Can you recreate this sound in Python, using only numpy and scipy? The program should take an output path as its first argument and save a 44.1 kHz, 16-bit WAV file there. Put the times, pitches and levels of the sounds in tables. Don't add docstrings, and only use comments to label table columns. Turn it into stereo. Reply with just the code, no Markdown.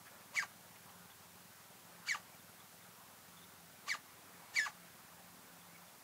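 import sys
import numpy as np
from scipy import signal
from scipy.fft import rfft, irfft, next_fast_len
from scipy.io import wavfile
from scipy.ndimage import uniform_filter1d, map_coordinates

SR = 44100
rng = np.random.default_rng(int(sys.argv[2]) if len(sys.argv) > 2 else 0)


def generate_wav(signal):
    frames = np.transpose(np.atleast_2d(signal))
    scaled = np.clip(frames, -1, 1) * 32767
    pcm = np.round(scaled).astype(np.int16)
    wavfile.write(sys.argv[1], SR, pcm)


def elevation(decibels):
    levels = np.asarray(decibels, float)
    return 10 ** (levels / 20)


N = 265923


def unit(x):
    return x / np.sqrt(np.mean(x ** 2) + 1e-20)


def along(points, hz):
    f, v = np.transpose(points)
    return np.interp(np.log(hz + 1), np.log(f + 1), v)


def curves(rows, t):
    s, *cols = np.transpose(rows)
    return [np.interp(t, s, c) for c in cols]


def wobble(rate, size=N):
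    knots = rng.standard_normal(int(size * rate / SR) + 4)
    return map_coordinates(knots, [np.arange(size) * rate / SR])


def coloured(x, spectrum):
    m = next_fast_len(len(x) + 8192)
    gain = elevation(along(spectrum, np.fft.rfftfreq(m, 1 / SR)))
    return irfft(rfft(x, m) * gain, m)[:len(x)]


def add(track, s, x):
    part = track[round(s * SR):][:len(x)]
    part += x[:len(part)]


# frequency in Hz, level in dB.
LEFT_HISS = [(30, -35), (100, -8), (250, -2.5), (1000, -1.5), (4000, -0.5), (16000, -0.5)]
RIGHT_HISS = [(30, -11), (250, -8.5), (3000, -0.5), (7000, -1), (10000, -2.5), (16000, -0.5)]
# frequency in Hz, level in dB.
ELECTRONIC_WHINE = [(9860, -84), (9890, -83)]


def preamplifiers(t):
    left = elevation(-57.5) * unit(coloured(rng.standard_normal(N), LEFT_HISS))
    right = elevation(-57.0) * unit(coloured(rng.standard_normal(N), RIGHT_HISS))
    whine = sum(elevation(db) * np.sin(2 * np.pi * hz * t) for hz, db in ELECTRONIC_WHINE)
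    return np.array([left, right]) + whine


# time in seconds, level in dB.
ROAD_LEVEL = [(0.0, -65.5), (0.13, -62.5), (0.25, -63), (0.7, -64.5), (1.81, -64), (2.27, -63),
              (2.5, -64.5), (3.02, -64), (3.66, -64.5), (4.59, -61), (5.81, -64.5), (6.03, -63.5)]
# frequency in Hz, level in dB.
ROAD_SPECTRUM = [(40, -19), (90, -4.5), (200, -5), (420, -5), (800, 0.5), (1500, -2), (2200, -7),
                 (3000, -15.5), (5000, -25), (9000, -26)]


def traffic(t, patchy_db=2.0):
    z = signal.stft(rng.standard_normal(N + 512), nperseg=512)[2]
    patches = uniform_filter1d(rng.standard_normal(z.shape), size=5, axis=0)
    patches = uniform_filter1d(patches, size=12, axis=1)
    noise = signal.istft(z * elevation(patchy_db * unit(patches)), nperseg=512)[1][:N]
    return elevation(curves(ROAD_LEVEL, t)[0] + 6.5) * unit(coloured(noise, ROAD_SPECTRUM))


# time in seconds, firings gained on the steady rate, level in dB.
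ENGINE_RUN = [(0, -.25, -67), (1.9, -.2, -67), (2.4, -.08, -67), (3, .08, -68), (4.1, -.04, -69),
              (4.9, -.32, -69), (6.03, .1, -69)]
# frequency in Hz, gain in dB.
EXHAUST_PIPE = [(50, -19), (85, -32), (100, 0.5), (130, -2.5), (200, 1), (260, -8.5), (290, -36), (400, -7),
                (450, -29)]


def engine(t, firing_hz=20.05):
    gained, db = curves(ENGINE_RUN, t)
    firings = np.floor(firing_hz * t + gained + .015 * wobble(9))
    pulses = (np.diff(firings, prepend=0) > 0) * elevation(1.8 * rng.standard_normal(N))
    return elevation(db + 4) * unit(coloured(pulses, EXHAUST_PIPE))


# frequency in Hz, width in Hz, level in dB.
MOTOR_TONES = [(173.7, 10, -67), (348, 5.6, -82.5), (87, 3.07, -80), (224, 7, -80), (264, 3.82, -76),
               (402, 2.36, -84.5)]


def motor(t):
    out = np.zeros(N)
    for hz, width, db in MOTOR_TONES:
        strength = 1 + 0.82 * wobble(width)
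        tone = np.sin(2 * np.pi * hz * t + 0.92 * wobble(width))
        out += elevation(db) * unit(strength * tone)
    return out


# start in seconds, first pitch in Hz, glide in Hz, length in seconds, level in dB.
CLEAR_WHISTLES = [(.095, 504, 122, 0.07, -61), (0.303, 498, 208, 0.088, -58.5),
                  (2.325, 2350, -50, .03, -64), (2.813, 3590, 10, 0.028, -65),
                  (5.738, 2270, -80, 0.042, -57.5)]
HOARSE_CHIRPS = [(1.10, 3610, -210, 0.028, -59), (2.385, 3550, -40, 0.027, -60),
                 (2.48, 1420, -105, 0.027, -53), (2.58, 3500, -80, 0.053, -67),
                 (3.366, 3520, -120, 0.034, -57), (3.41, 3600, 0, 0.046, -57.5), (5.597, 3450, 0, .05, -69),
                 (5.86, 3500, -50, .05, -71)]


def small_birds():
    out = np.zeros(N)
    for rows, hoarse in [(CLEAR_WHISTLES, 0.27), (HOARSE_CHIRPS, 0.82)]:
        for s, hz, glide_hz, length, db in rows:
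            u = np.arange(SR // 10) / SR / length
            tone = np.sin(2 * np.pi * np.cumsum(hz + glide_hz * u) / SR)
            smear = 1 - hoarse + hoarse * wobble(315, size=len(u))
            add(out, s, 2 * elevation(db) * tone * smear * np.sin(np.pi * np.minimum(u, 1)))
    return out


# start in seconds, length in seconds, level in dB, centre in Hz.
CLAW_SCRAPES = [
    (0.046, 0.052, -51, 1690),
    (0.749, 0.027, -53.5, 2000),
    (0.888, 0.017, -55, 3000),
    (1.097, 0.013, -56, 2500),
]


def claws():
    out = np.zeros(N)
    for s, length, db, hz in CLAW_SCRAPES:
        u = np.arange(SR // 10) / SR / length
        band = [(hz / 4, -20), (hz, 0), (hz * 2.6, -22)]
        grit = unit(coloured(rng.standard_normal(len(u)), band))
        add(out, s, elevation(db) * grit * np.sin(np.pi * np.minimum(u, 1)))
    return out


# frequency in Hz, 60 dB decay time in seconds.
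TREE_DECAY = [(500, 0.087), (2000, 0.15), (8000, 0.0071)]


def surroundings(x, wet_db=-20):
    hz, t, z = signal.stft(rng.standard_normal(SR // 4), SR, nperseg=256)
    decay = elevation(-60 * t / along(TREE_DECAY, hz)[:, None])
    tail = signal.istft(z * decay, SR, nperseg=256)[1]
    late = signal.fftconvolve(np.pad(x, (500, 0)), tail / np.linalg.norm(tail))
    return x + elevation(wet_db) * late[:N]


# frequency in Hz, width in Hz, signed gain beside the direct sound.
HOLLOW_MODES = [(1160, 90, 1.3), (1826, 26, .76), (1948, 15, -.54), (2005, 79, 1.29), (2169, 250, -1.51),
                (2201, 62, 1.8), (2279, 26, 1.08)]


def hollow(x):
    m = next_fast_len(N + SR)
    f = np.fft.rfftfreq(m, 1 / SR)
    modes = np.zeros(len(f), complex)
    for hz, width, gain in HOLLOW_MODES:
        damping = 1j * f * width
        modes += gain * damping / (hz * hz - f * f + damping)
    return irfft(rfft(x, m) * (1 + modes), m)[:N]


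JUMP_S, SWELL_S = .007, .012
LINGER_SHARE = 0.67


def phrase(s, db, hold_hz, hold_s, murmur_hz, jump_db, slide_s, croak_s, croak_db):
    slid = s + slide_s
    end = slid + hold_s
    slid_db = db - 1.5 - 39 * max(1.72 - hold_hz / 1000, 0)
    fade_db = -6
    sagged_hz = hold_hz - 1020 * hold_s
    return [(s - 0.032, murmur_hz, -61),
            (s - JUMP_S, murmur_hz, -40),
            (s, 2376, db + jump_db),
            (s + SWELL_S, 2230, db),
            (slid, hold_hz, slid_db),
            (slid + hold_s / 4, hold_hz, slid_db + 0.72 * fade_db),
            (end, sagged_hz, slid_db + fade_db),
            (end + 0.1386 * croak_s, 1243, -37),
            (end + .47 * croak_s, 840.5, croak_db),
            (end + LINGER_SHARE * croak_s, 840.5, croak_db - 9.5),
            (end + croak_s, 696, -62)]


# frequency in Hz, gain in dB.
THROAT_GAIN = [(300, -36), (700, -4), (1000, -6), (2200, -1), (2850, 5), (3400, -1), (4700, 2.5),
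               (5400, -4), (6500, 2), (7700, -3), (8500, -12), (9500, -10.5), (12000, -14.5), (16000, -23)]


def breath(t, s, end, croak_s):
    rows = [(t[0], -61.5), (s - JUMP_S, -40), (s + SWELL_S, -41), (end - .008, -49),
            (end + 0.0022, -43), (end + LINGER_SHARE * croak_s, -50.5), (end + croak_s + 0.0081, -61.5)]
    breath_db, = curves(rows, t)
    rush = coloured(rng.standard_normal(len(t)), THROAT_GAIN)
    return elevation(breath_db) * unit(rush * elevation(wobble(505, size=len(t))))


# pitch in Hz, level in dB.
SECOND_PARTIAL = [(820, 4.5), (1200, -5), (1650, -15.5), (2220, -9.5), (2390, -3.5)]
UPPER_PARTIALS = [(820, -32), (1200, -38), (1620, -12.5), (1900, -9.5), (2220, -16), (2390, -15)]


def voice(t, hz, db, octave_db, slid, hold_s, tilt_db=-3):
    size, end = len(t), slid + hold_s
    slope = np.gradient(hz) * SR
    jump = np.clip(slope / 8e4, 0, 1)
    hoarse = np.clip(np.maximum((1550 - hz) / 200, jump), .03, 1)
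    moving = np.clip(np.abs(slope) / 1.5e4, .2, 1)
    second_db = along(SECOND_PARTIAL, hz) + octave_db * (1 - hoarse)
    upper_db = along(UPPER_PARTIALS, hz) - 90 * np.clip(t - slid, 0, hold_s)
    waver = .13 * hoarse * wobble(1300, size=size)
    turn = 2 * np.pi * np.cumsum(hz * (1 + waver)) / SR
    out = np.sin(turn)
    for k in range(2, 13):
        level = second_db if k < 3 else upper_db + tilt_db * (k - 3)
        broken_db = np.minimum(4.5 * wobble(300, size=size), 3)
        tremor = k * 0.16 * moving * wobble(596, size=size)
        out += elevation(level + along(THROAT_GAIN, k * hz) + broken_db) * np.sin(k * turn + k * k + tremor)
    flutter_db = np.minimum((.4 + 5 * hoarse) * wobble(400, size=size), 3) - 3 * jump
    catch_s = 0.0037
    catch_db = -0.5 * np.exp(-((t - end - catch_s) / catch_s) ** 2)
    return out * elevation(db + flutter_db + catch_db)


# top of the jump in seconds, peak in dB, pitch held after the slide in Hz,
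# hold in seconds, octave partial in dB.
CALLS = [
    (0.3652, -23.5, 1612, 0.02, -13),
    (2.0864, -27, 1680, .012, -1),
    (3.892, -27.5, 1675, .010, -0.5),
    (4.563, -23, 1741, 0.051, -3.5),
]
# murmur in Hz, jump in dB under the peak, slide in seconds,
# croak in seconds, croak in dB.
CALL_EDGES = [
    (1056, -7, .038, .034, -39.5),
    (1424, -2, .044, .044, -42),
    (1097, -4.5, .038, 0.031, -44),
    (1810, -2, .039, 0.053, -39),
]


def woodpecker():
    out = np.zeros(N)
    for (s, peak_db, hold_hz, hold_s, octave_db), edges in zip(CALLS, CALL_EDGES):
        slide_s, croak_s = edges[2:4]
        t = s - .036 + np.arange(SR // 5) / SR
        slid = s + slide_s
        end = slid + hold_s
        course = np.array(curves(phrase(s, peak_db, hold_hz, hold_s, *edges), t))
        hz, db = uniform_filter1d(course, size=120, axis=1, mode="nearest")
        call = voice(t, hz, db, octave_db, slid, hold_s) + breath(t, s, end, croak_s)
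        fade = np.clip(np.minimum(t - t[0], end + croak_s + .012 - t) / .008, 0, 1)
        add(out, t[0], call * fade)
    return out


def scene():
    t = np.arange(N) / SR
    nearby = surroundings(hollow(woodpecker()) + small_birds() + claws())
    heard = nearby + engine(t) + motor(t) + traffic(t)
    return np.array([np.zeros(N), heard])


def roll_off(x):
    return signal.sosfilt(signal.butter(12, 16120, fs=SR, output="sos"), x)


# frequency in Hz, gain in dB.
PASS_BAND = [(20, -11), (60, 0), (15700, 0), (15800, -60)]


def record(dry):
    noisy = dry + preamplifiers(np.arange(N) / SR)
    kept = np.array([coloured(channel, PASS_BAND) for channel in noisy])
    return roll_off(kept)


dry = scene()
out = record(dry)
generate_wav(out)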